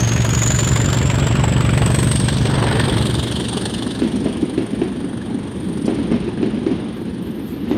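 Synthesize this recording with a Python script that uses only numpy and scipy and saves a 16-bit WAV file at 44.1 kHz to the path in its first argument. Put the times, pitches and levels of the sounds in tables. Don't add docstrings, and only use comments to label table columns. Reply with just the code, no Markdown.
import sys
import numpy as np
from scipy import signal
from scipy.fft import rfft, irfft, next_fast_len
from scipy.io import wavfile
from scipy.ndimage import uniform_filter1d, minimum_filter1d, map_coordinates

SR = 44100
rng = np.random.default_rng(int(sys.argv[2]) if len(sys.argv) > 2 else 0)


def dump(signal):
    limited = np.clip(np.atleast_2d(signal).T, -1, 1)
    pcm = np.round(limited * 32767).astype(np.int16)
    wavfile.write(sys.argv[1], SR, pcm)


def elevation(decibels):
    levels = np.asarray(decibels, float)
    return 10 ** (levels / 20)


N = 342657
T = np.arange(N) / SR

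# freq_hz, density_db [Hz, dB per Hz]
RAIL_SPECTRUM = [(13, -71), (22, -38), (54, -9), (141, -9.5), (184, -2), (212, -0.5), (336, -5.5),
                 (378, -9), (613, -26), (1730, -35), (2250, -35), (3310, -33.5), (7000, -56.5), (9100, -87),
                 (15400, -120)]
CLANK_SPECTRUM = [(500, 24.5), (1300, 5.5), (1800, 8.5), (2500, 7.5), (3100, 5), (5000, -5), (9000, -25),
                  (15000, -46)]
SCRAPE_SPECTRUM = [(5760, -32), (9800, -19), (11200, -15), (12100, -4), (12700, 0), (13300, -7),
                   (14200, -13), (15700, -21)]
BITE_SPECTRUM = [(5000, -18), (7000, -3), (9500, -7), (11200, 0), (12200, -1), (13500, -10), (15700, -26)]
BRIGHT_PUFF_SPECTRUM = [(3500, -42), (4500, 13), (7000, 3), (10000, 4), (12000, -19), (15800, -28)]
BLOCK_SPECTRUM = [(13, -47), (22, -6), (38, -37), (60, -11), (117, 1.5), (183, -6.5), (258, -15.5),
                  (375, -24), (600, -23), (780, -45), (1320, -120)]
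ROAR_NEAR = [(210, -27), (330, -9), (385, -3), (512, -11), (621, -5.5), (755, -11.5), (943, -9),
             (3400, -14.5), (4400, -36), (7040, -120)]
ROAR_FAR = [(210, -18), (350, -1.5), (382, -1), (705, -11.5), (877, -8.5), (1330, -19), (1710, -12),
            (2400, -30), (3120, -63), (5280, -120)]
HISS_NEAR = [(2000, -34), (2800, 0), (3500, 1.5), (4500, -1), (5500, -3), (6500, -12), (8000, -4)]
HISS_FAR = [(1350, -21), (2300, -46), (2540, -13), (3120, 2.5), (3450, 3), (4770, -3), (5210, -7),
            (6500, -10), (8450, -37), (14300, -120)]
SIZZLE_NEAR = [(4500, -28), (6000, 6), (8500, 8.5), (10000, 2.5), (14000, -1.5), (15800, -9)]
SIZZLE_FAR = [(4500, -11), (6000, 1), (7500, 3), (8700, 12), (10500, 1), (13000, -11.5), (15800, -9)]

# [s, dB]
BOGIE_NEARNESS = [(3.4, -25), (3.53, -27), (3.76, -27), (4.12, -22), (4.45, -23), (4.59, -26), (4.97, -25),
                  (5.1, -27), (5.49, -27), (5.77, -26), (5.97, -22), (6.06, -21), (6.5, -24), (7.32, -27),
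                  (7.48, -27), (7.77, -22)]
# [s, ratio]
COUPLINGS = [
    (4.019, 1.0),
    (5.879, 0.985),
    (7.712, 0.97),
]
# [s, dB, Hz]
AXLES = [
    (0, -1.5, 279),
    (0.239, -2, 243.3),
    (0.558, -3, 291),
    (0.797, -3, 323),
]
# [s, dB, Hz]
FAR_KNOCKS = [(3.714, -33, 228), (3.86, -9, 244), (4.17, -23, 253), (4.426, -4, 302), (4.609, -12, 246),
              (4.73, -6, 249), (5.04, -10.5, 275), (5.343, -12.5, 247), (5.554, -16, 193),
              (5.756, -11, 231), (5.844, -7, 230), (5.991, -10, 267), (6.139, -4.5, 233),
              (6.276, -8.5, 350), (6.46, -5.5, 249), (6.574, -9, 252), (6.711, -4.5, 270),
              (7.012, -12.5, 331), (7.384, -27, 184)]
# [s, s, dB]
RUBS = [
    (5.56, 0.28, -73),
    (6.95, 0.07, -66),
    (7.06, 0.073, -78),
    (7.228, 0.094, -60),
    (7.36, 0.09, -62),
    (7.464, 0.06, -59),
    (7.561, 0.081, -68),
    (7.695, 0.015, -57),
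    (7.765, 0.01, -62),
]
# [s, s, Hz, dB]
SQUEALS = [
    (5.52, 5.9, 13300, -79),
    (7.03, 7.16, 12100, -72),
    (7.34, 7.66, 12700, -52.5),
    (7.53, 7.66, 14200, -72),
    (6.95, 7.04, 12800, -64),
    (7.23, 7.32, 12600, -61),
]
# [s, dB, s]
BRIGHT_PUFFS = [
    (5.864, -38, 0.009),
    (5.952, -45, 0.008),
    (5.78, -50, .008),
    (5.822, -50, .008),
]
# [s, dB, s]
BITES = [
    (6.8, -72, .04),
    (6.93, -70, .02),
    (7.27, -64, .04),
    (7.503, -53, .033),
    (7.7, -54, .012),
]

# [s, cycles]
GOVERNOR_LEAD = [(0.0, 0.055), (0.3, -0.064), (1.15, -0.108), (2.1, -0.04), (2.45, -0.04), (3.0, -0.157),
                 (3.55, -0.258), (3.9, -0.204), (4.55, -0.02), (5.1, 0.025), (6.0, -0.143), (6.6, -0.319),
                 (6.9, -0.265), (7.2, -0.285), (7.5, -0.239)]
# [s, cycles, cycles, dB]
ASPECT = [(0, 0.11, 0.348, -3.5), (1.4, 0.089, 0.315, -1.5), (2.9, 0.054, 0.331, -9),
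          (3.25, 0.14, 0.205, 2), (3.6, 0.14, .18, -7.5), (7.77, 0.17, .18, -6.5)]
# near_thump_db, near_puff_db, far_thump_db, far_puff_db [dB each]
CYLINDERS = [
    (1, 0, -9, 0),
    (-1.6, 4, -13, 2),
    (-0.52, 1.5, -6, 1),
    (-1.6, 3, -5, 3),
]
MANIFOLD = [0.0, 0.117, 0.0574, 0.174]
# [Hz, Hz, dB]
PIPE_MODES = [(71.5, 4.4, -4), (88.6, 11.4, 5.5), (126, 36, 6.5), (184, 11.7, -0.5), (288, 180, 3.5),
              (696, 500, -7)]
# [s, dB]
ENGINE_STRENGTH = [(0, -15.5), (0.55, -16.5), (0.95, -15), (1.7, -13.5), (2.4, -15.5), (3.0, -16),
                   (3.3, -24.5), (3.65, -27), (4.2, -33.5), (5.4, -33.5), (6.0, -32.5), (7.2, -36.5),
                   (7.77, -41.5)]
# [s, dB]
HARD_FIRINGS = [(0.006, 2.8), (0.037, 1.4), (0.124, 1.8), (0.207, 1.0), (0.25, 2.3), (0.348, 2.5),
                (0.391, 2.3), (0.431, 4.2), (0.476, 2.4), (0.549, 0.8), (0.591, 2.4), (0.647, 0.9),
                (0.689, 1.0), (0.718, 2.4), (0.762, 3.2), (0.861, 1.7), (0.889, 0.8), (0.933, 4.3),
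                (1.102, 2.1), (1.113, 0.8), (1.272, 4.7), (1.442, 5.6), (1.485, 3.3), (1.526, 1.0),
                (1.61, 3.0), (1.779, 4.2), (1.823, 2.2), (1.863, 3.3), (1.95, 4.5), (1.992, 5.1),
                (2.034, 3.6), (2.119, 3.5), (2.161, 4.4), (2.202, 3.1), (2.289, 3.8), (2.503, 1.5),
                (2.801, 4.8), (2.856, 3.3), (2.898, 3.0), (3.068, 1.7), (3.098, 2.1), (3.238, 2.2),
                (3.322, 3.9), (3.407, 1.2), (3.491, 3.1), (3.533, 1.1), (3.576, 3.6), (3.658, 6.1),
                (3.744, 3.0), (3.913, 1.2), (4.164, 2.2), (4.371, 1.0), (4.417, 0.8), (4.839, 1.6),
                (5.009, 1.1), (5.176, 1.6)]
# [s, dB]
FAR_PUFF = [(0, 1.5), (1.1, 1.5), (1.4, -2), (2.2, -2), (2.5, 4), (3.0, 5.5), (3.3, -2), (3.6, 1),
            (7.77, 0)]
# [s, 0-1]
TURNED_AWAY = [(0, 0.06), (2, 0.07), (2.6, 0.64), (3.6, 0.91), (5, 0.99), (7.77, 1)]
# [s, s, dB]
FLARES = [
    (1.95, 0.2, 5),
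    (3.1, 0.23, 3.5),
]
# [s, s, dB]
ROAR_DRIFTS = [
    (2.15, .17, -3),
    (3.75, .25, 4.5),
    (5.25, .4, 2.5),
    (7.4, .4, -2),
]
# [s, Hz, 0-1]
GROUND_ECHO = [(2.2, 9000, 0), (2.42, 8040, 0), (2.7, 6800, 0.55), (3.1, 5700, 0.67), (3.55, 5460, 0.53),
               (4.0, 5200, 0.34)]
# [s, Hz, dB]
WHISTLE = [(0.0, 6390, -27), (0.2, 6630, -32.5), (0.45, 6920, -23), (1.0, 7330, -33), (1.6, 7850, -38),
           (2.18, 8470, -27), (2.42, 8390, -39.5), (2.9, 8570, -35), (3.25, 9000, -42), (3.6, 8950, -36.5),
           (4.0, 8970, -44.5), (4.6, 9170, -48), (5.4, 9000, -51), (5.85, 9060, -45.5), (6.2, 9120, -54.5),
           (6.75, 9270, -54), (7.3, 9400, -58), (7.77, 9420, -62)]
# [s, dB]
OVERTONE = [(0, -27), (1.2, -26), (1.7, -45), (7.77, -45)]
# [s, ratio, share]
SCATTER = [(0, .3, .009), (.9, .4, .01), (1.3, .75, .014), (2.1, .55, .013), (2.6, .8, .016),
           (4.5, .95, .02), (5.9, .8, .018), (6.3, .35, .014), (7.77, .5, .016)]

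BANK_HZ = 23.55


def unit(x):
    return x / np.sqrt(np.mean(np.abs(x) ** 2) + 1e-20)


def curves(rows):
    s, *cols = np.transpose(rows)
    return [np.interp(T, s, c) for c in cols]


def swell(centre_s, half_s):
    return np.exp(-((T - centre_s) / half_s) ** 2)


def wobble(rate):
    return map_coordinates(rng.standard_normal(int(N * rate / SR) + 4), [T * rate], order=2)


def filtered(x, response):
    m = next_fast_len(N + SR // 2)
    return irfft(rfft(x, m) * response(np.fft.rfftfreq(m, 1 / SR)), m)[:N]


def coloured(x, spectrum):
    hz, db = np.transpose(spectrum)
    return unit(filtered(x, lambda f: elevation(np.interp(np.log(f + 1), np.log(hz), db, -120, -120))))


def noise(patchy_db):
    z = signal.stft(rng.standard_normal(N), nperseg=512)[2]
    field = uniform_filter1d(rng.standard_normal(z.shape), 6, 0)
    field = uniform_filter1d(field, 8, 1)
    return signal.istft(z * elevation(patchy_db * unit(field)), nperseg=512)[1][:N]


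def rolling():
    fade = np.clip((T - 2.2) / 0.79, 0, 1)
    level_db = curves(BOGIE_NEARNESS)[0] + 1.5 + 0.97 * wobble(25)
    return fade * elevation(level_db) * coloured(noise(1.2), RAIL_SPECTRUM)


def joints():
    # clank_db, ring_db, t60_s, rise_s, first_bounce_db
    near = (-13.5, 10.5, .024, .0031, -10)
    far = (-23.5, 4, .055, .004, -15)
    drops = [(s + scale * later, db, hz, *near) for s, scale in COUPLINGS for later, db, hz in AXLES]
    drops = [row for row in drops if row[0] < N / SR]
    drops += [(*row, *far) for row in FAR_KNOCKS]

    thuds, shake, t = np.zeros(N + SR), np.zeros(N + SR), T[:SR // 4]
    rattle = 1.2 * elevation(-60 * t / 0.035) + 0.55 * elevation(-60 * t / 0.5)
    rattle *= 1 - np.exp(-t / 0.0003)
    for (s, db, hz, clank_db, ring_db, t60, rise, bounce_db), luck in zip(drops, rng.random((len(drops), 5))):
        at = round(s * SR)
        axlebox_hz = 395 * (1 + .06 * (luck[0] - .5))
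        thud = -np.sin(2 * np.pi * hz * t) * elevation(-60 * t / t60)
        thud += np.sin(2 * np.pi * axlebox_hz * t) * elevation(-15 - 60 * t / .045)
        thud *= elevation(db + ring_db) * (1 - np.exp(-(t / rise) ** 2))
        thuds[at:at + len(t)] += thud
        for bounce, u in enumerate(luck):
            echo = at + round((.012 * (bounce + 1) + 0.00637 * u) * SR)
            thuds[echo:echo + len(t)] += elevation(bounce_db - 1.5 * bounce) * thud
        shake[at:at + len(t)] += elevation(db + clank_db + 2) * rattle
    return thuds[:N] + elevation(-42) * coloured(shake[:N] * noise(1.5), CLANK_SPECTRUM)


def flanges():
    grip_s, let_go_s = 0.027, 0.07

    def rub(s, hold):
        attack = np.clip((T - s) / grip_s + 1, 0, 1) ** 2
        return attack * np.exp(-np.maximum(T - s - hold, 0) / let_go_s * 2)

    def arch(start, end):
        return np.sin(np.pi * np.clip((T - start) / (end - start), 0, 1)).clip(0) ** .5

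    level = sum(elevation(db) * rub(s, hold) for s, hold, db in RUBS)
    scrape = level * elevation(3.0 + 1.7 * wobble(52)) * coloured(noise(1.8), SCRAPE_SPECTRUM)
    wander = np.cumsum(230 * wobble(260)) / SR
    squeal = sum(elevation(db) * arch(start, end) * np.sin(2 * np.pi * (hz * T + wander))
                 for start, end, hz, db in SQUEALS)
    squeal = squeal * elevation(3.5 * wobble(60))
    bright_puff = sum(elevation(db) * swell(s, half) for s, db, half in BRIGHT_PUFFS) * coloured(noise(0.83), BRIGHT_PUFF_SPECTRUM)
    bite = sum(elevation(db) * swell(s, half) for s, db, half in BITES) * coloured(noise(1.5), BITE_SPECTRUM)
    return bite + scrape + squeal + bright_puff


def ground(x):
    dip_hz, share = curves(GROUND_ECHO)
    share = np.clip(share, 0, 1)
    echo = map_coordinates(x, [np.arange(N) - SR / (2 * dip_hz)], order=1)
    return (x + share * echo) / np.hypot(1, share)


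def block():
    memory, evenness = 0.88, 0.8
    turn = np.exp(-2j * np.pi * np.fft.rfftfreq(N, 1 / SR) * len(CYLINDERS) / BANK_HZ)
    rumble = coloured(irfft(rfft(noise(1.0)) / (1 - memory * turn), N), BLOCK_SPECTRUM)
    size = np.sqrt(np.abs(uniform_filter1d(rumble ** 2, size=SR // 40)) + .02)
    return np.interp(T + curves(GOVERNOR_LEAD)[0] / BANK_HZ, T, unit(rumble / size ** evenness))


def bank_phases():
    near = BANK_HZ * T + curves(GOVERNOR_LEAD)[0] - .62
    return near, near - curves(ASPECT)[1]


def beats(cycles, pattern_db, scatter_db, rise, fall):
    size = elevation(np.asarray(pattern_db)[np.arange(256) % 4] + scatter_db * rng.standard_normal(256))
    phase = cycles % 1
    swells = np.exp(-phase / fall) * (1 - np.exp(-(phase / rise) ** 2))
    return size[np.floor(cycles).astype(int) % 256] * swells


def thumps():
    near, far = bank_phases()
    near_db, _, far_db, _ = np.transpose(CYLINDERS)

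    def unsteady():
        return .01 * wobble(18)

    def pipe(f):
        return sum(elevation(db) * 1j * f * w / (c * c - f * f + 1j * f * w) for c, w, db in PIPE_MODES)

    near_kicks = beats(near + unsteady(), near_db, scatter_db=0.0, rise=0.045, fall=0.02)
    detour = np.asarray(MANIFOLD)[np.floor(far).astype(int) % 4]
    far_kicks = beats(far - detour + unsteady() / 2, far_db, scatter_db=5.5, rise=0.056, fall=0.026)
    far_kicks *= elevation(curves(ASPECT)[2])
    rung = filtered(near_kicks, pipe) + filtered(far_kicks, lambda f: pipe(1.118 * f))
    return unit(rung) + 1.05 * block()


def turned_away():
    return np.clip(curves(TURNED_AWAY)[0], 0, 1)


def hard_firings():
    s, db = np.transpose(HARD_FIRINGS)
    bump = np.exp(-((T[:2001] - T[1000]) / .008) ** 2)
    return 1.4 * signal.fftconvolve(np.bincount((s * SR).astype(int), db, N), bump, "same")


def puffs(bias_db, fall=.095, follow=1):
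    near, far = bank_phases()
    late, _, far_db = curves(ASPECT)
    _, near_puff, _, far_puff = np.transpose(CYLINDERS)
    hard_db = follow * hard_firings()
    far_db = far_db + curves(FAR_PUFF)[0] + bias_db * (2.5 - turned_away())
    near_gas = elevation(hard_db) * beats(near - late, near_puff, 2, .14, fall)
    far_gas = elevation(hard_db + far_db) * beats(far - late, far_puff, 2, .14, fall)
    return unit(near_gas + far_gas)


def jet(steady, bias_db, close, distant, fall=.09, follow=1):
    away = turned_away()
    gas = (puffs(bias_db, fall, follow) + steady) * noise(1.8)
    return np.sqrt(1 - away) * coloured(gas, close) + np.sqrt(away) * coloured(gas, distant)


def exhaust():
    away = turned_away()
    view_db = uniform_filter1d(curves(WHISTLE)[1] + 30, size=SR // 2)
    roar_db = -26 + 0.66 * (curves(ENGINE_STRENGTH)[0] + 16.5) - 6.0 * away
    roar_db += 4.5 * swell(2.75, 0.19)
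    roar_db += sum(db * swell(s, half) for s, half, db in ROAR_DRIFTS)
    hiss_db = -36 + 0.64 * view_db + 11 * swell(3.3, 0.95)
    sizzle_db = -41.5 + 0.82 * view_db
    sizzle_db += sum(db * swell(s, half) for s, half, db in FLARES)

    gas = elevation(roar_db) * jet(1.1 + .6 * away, -3.4, ROAR_NEAR, ROAR_FAR, follow=.35)
    gas += elevation(hiss_db) * jet(0.88 + 0.27 * away, 1.7, HISS_NEAR, HISS_FAR)
    gas += elevation(sizzle_db) * jet(.55 + .7 * away ** 2, 0, SIZZLE_NEAR, SIZZLE_FAR, fall=.06, follow=.75)
    return ground(gas)


def whistle():
    gas = puffs(0.5)
    hz, db = curves(WHISTLE)
    skirt, sag = curves(SCATTER)

    def blower(pitch, skirt):
        turn = 2 * np.pi * np.cumsum(pitch * (1 + sag * (1.2 - np.minimum(gas, 2.5)))) / SR
        flutter = lambda: wobble(330) + skirt * wobble(1300)
        return (np.sin(turn) * flutter() + np.cos(turn) * flutter()) / np.hypot(1, skirt)

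    tone = blower(hz, skirt) + elevation(-13) * blower(hz * 0.965, skirt)
    tone += elevation(curves(OVERTONE)[0]) * blower(2 * hz, 1.5)
    steady = np.interp(T, [0, 2.5, 3.5, 6.5], [1.0, 1.0, .75, 1.2])
    return elevation(db) * unit((gas + steady) * tone / (1 + steady))


def locomotive():
    return elevation(curves(ENGINE_STRENGTH)[0] - 4.0) * thumps() + exhaust() + whistle()


def scene():
    return (rolling() + joints() + flanges() + locomotive())[None]


def low_pass(x):
    return signal.sosfilt(signal.butter(12, 15810, fs=SR, output="sos"), x)


def record(dry):
    cut = lambda f: ((1j * f) ** 2 / (62 ** 2 - f * f + 1j * f * 85)) * (f < 15800)
    mic = filtered(dry[0], cut)
    need = np.minimum(1, 0.53 / (np.abs(mic) + 1e-9))
    gain = uniform_filter1d(minimum_filter1d(need, size=89), size=45)
    return low_pass((mic * gain)[None])


dry = scene()
out = record(dry)
dump(out)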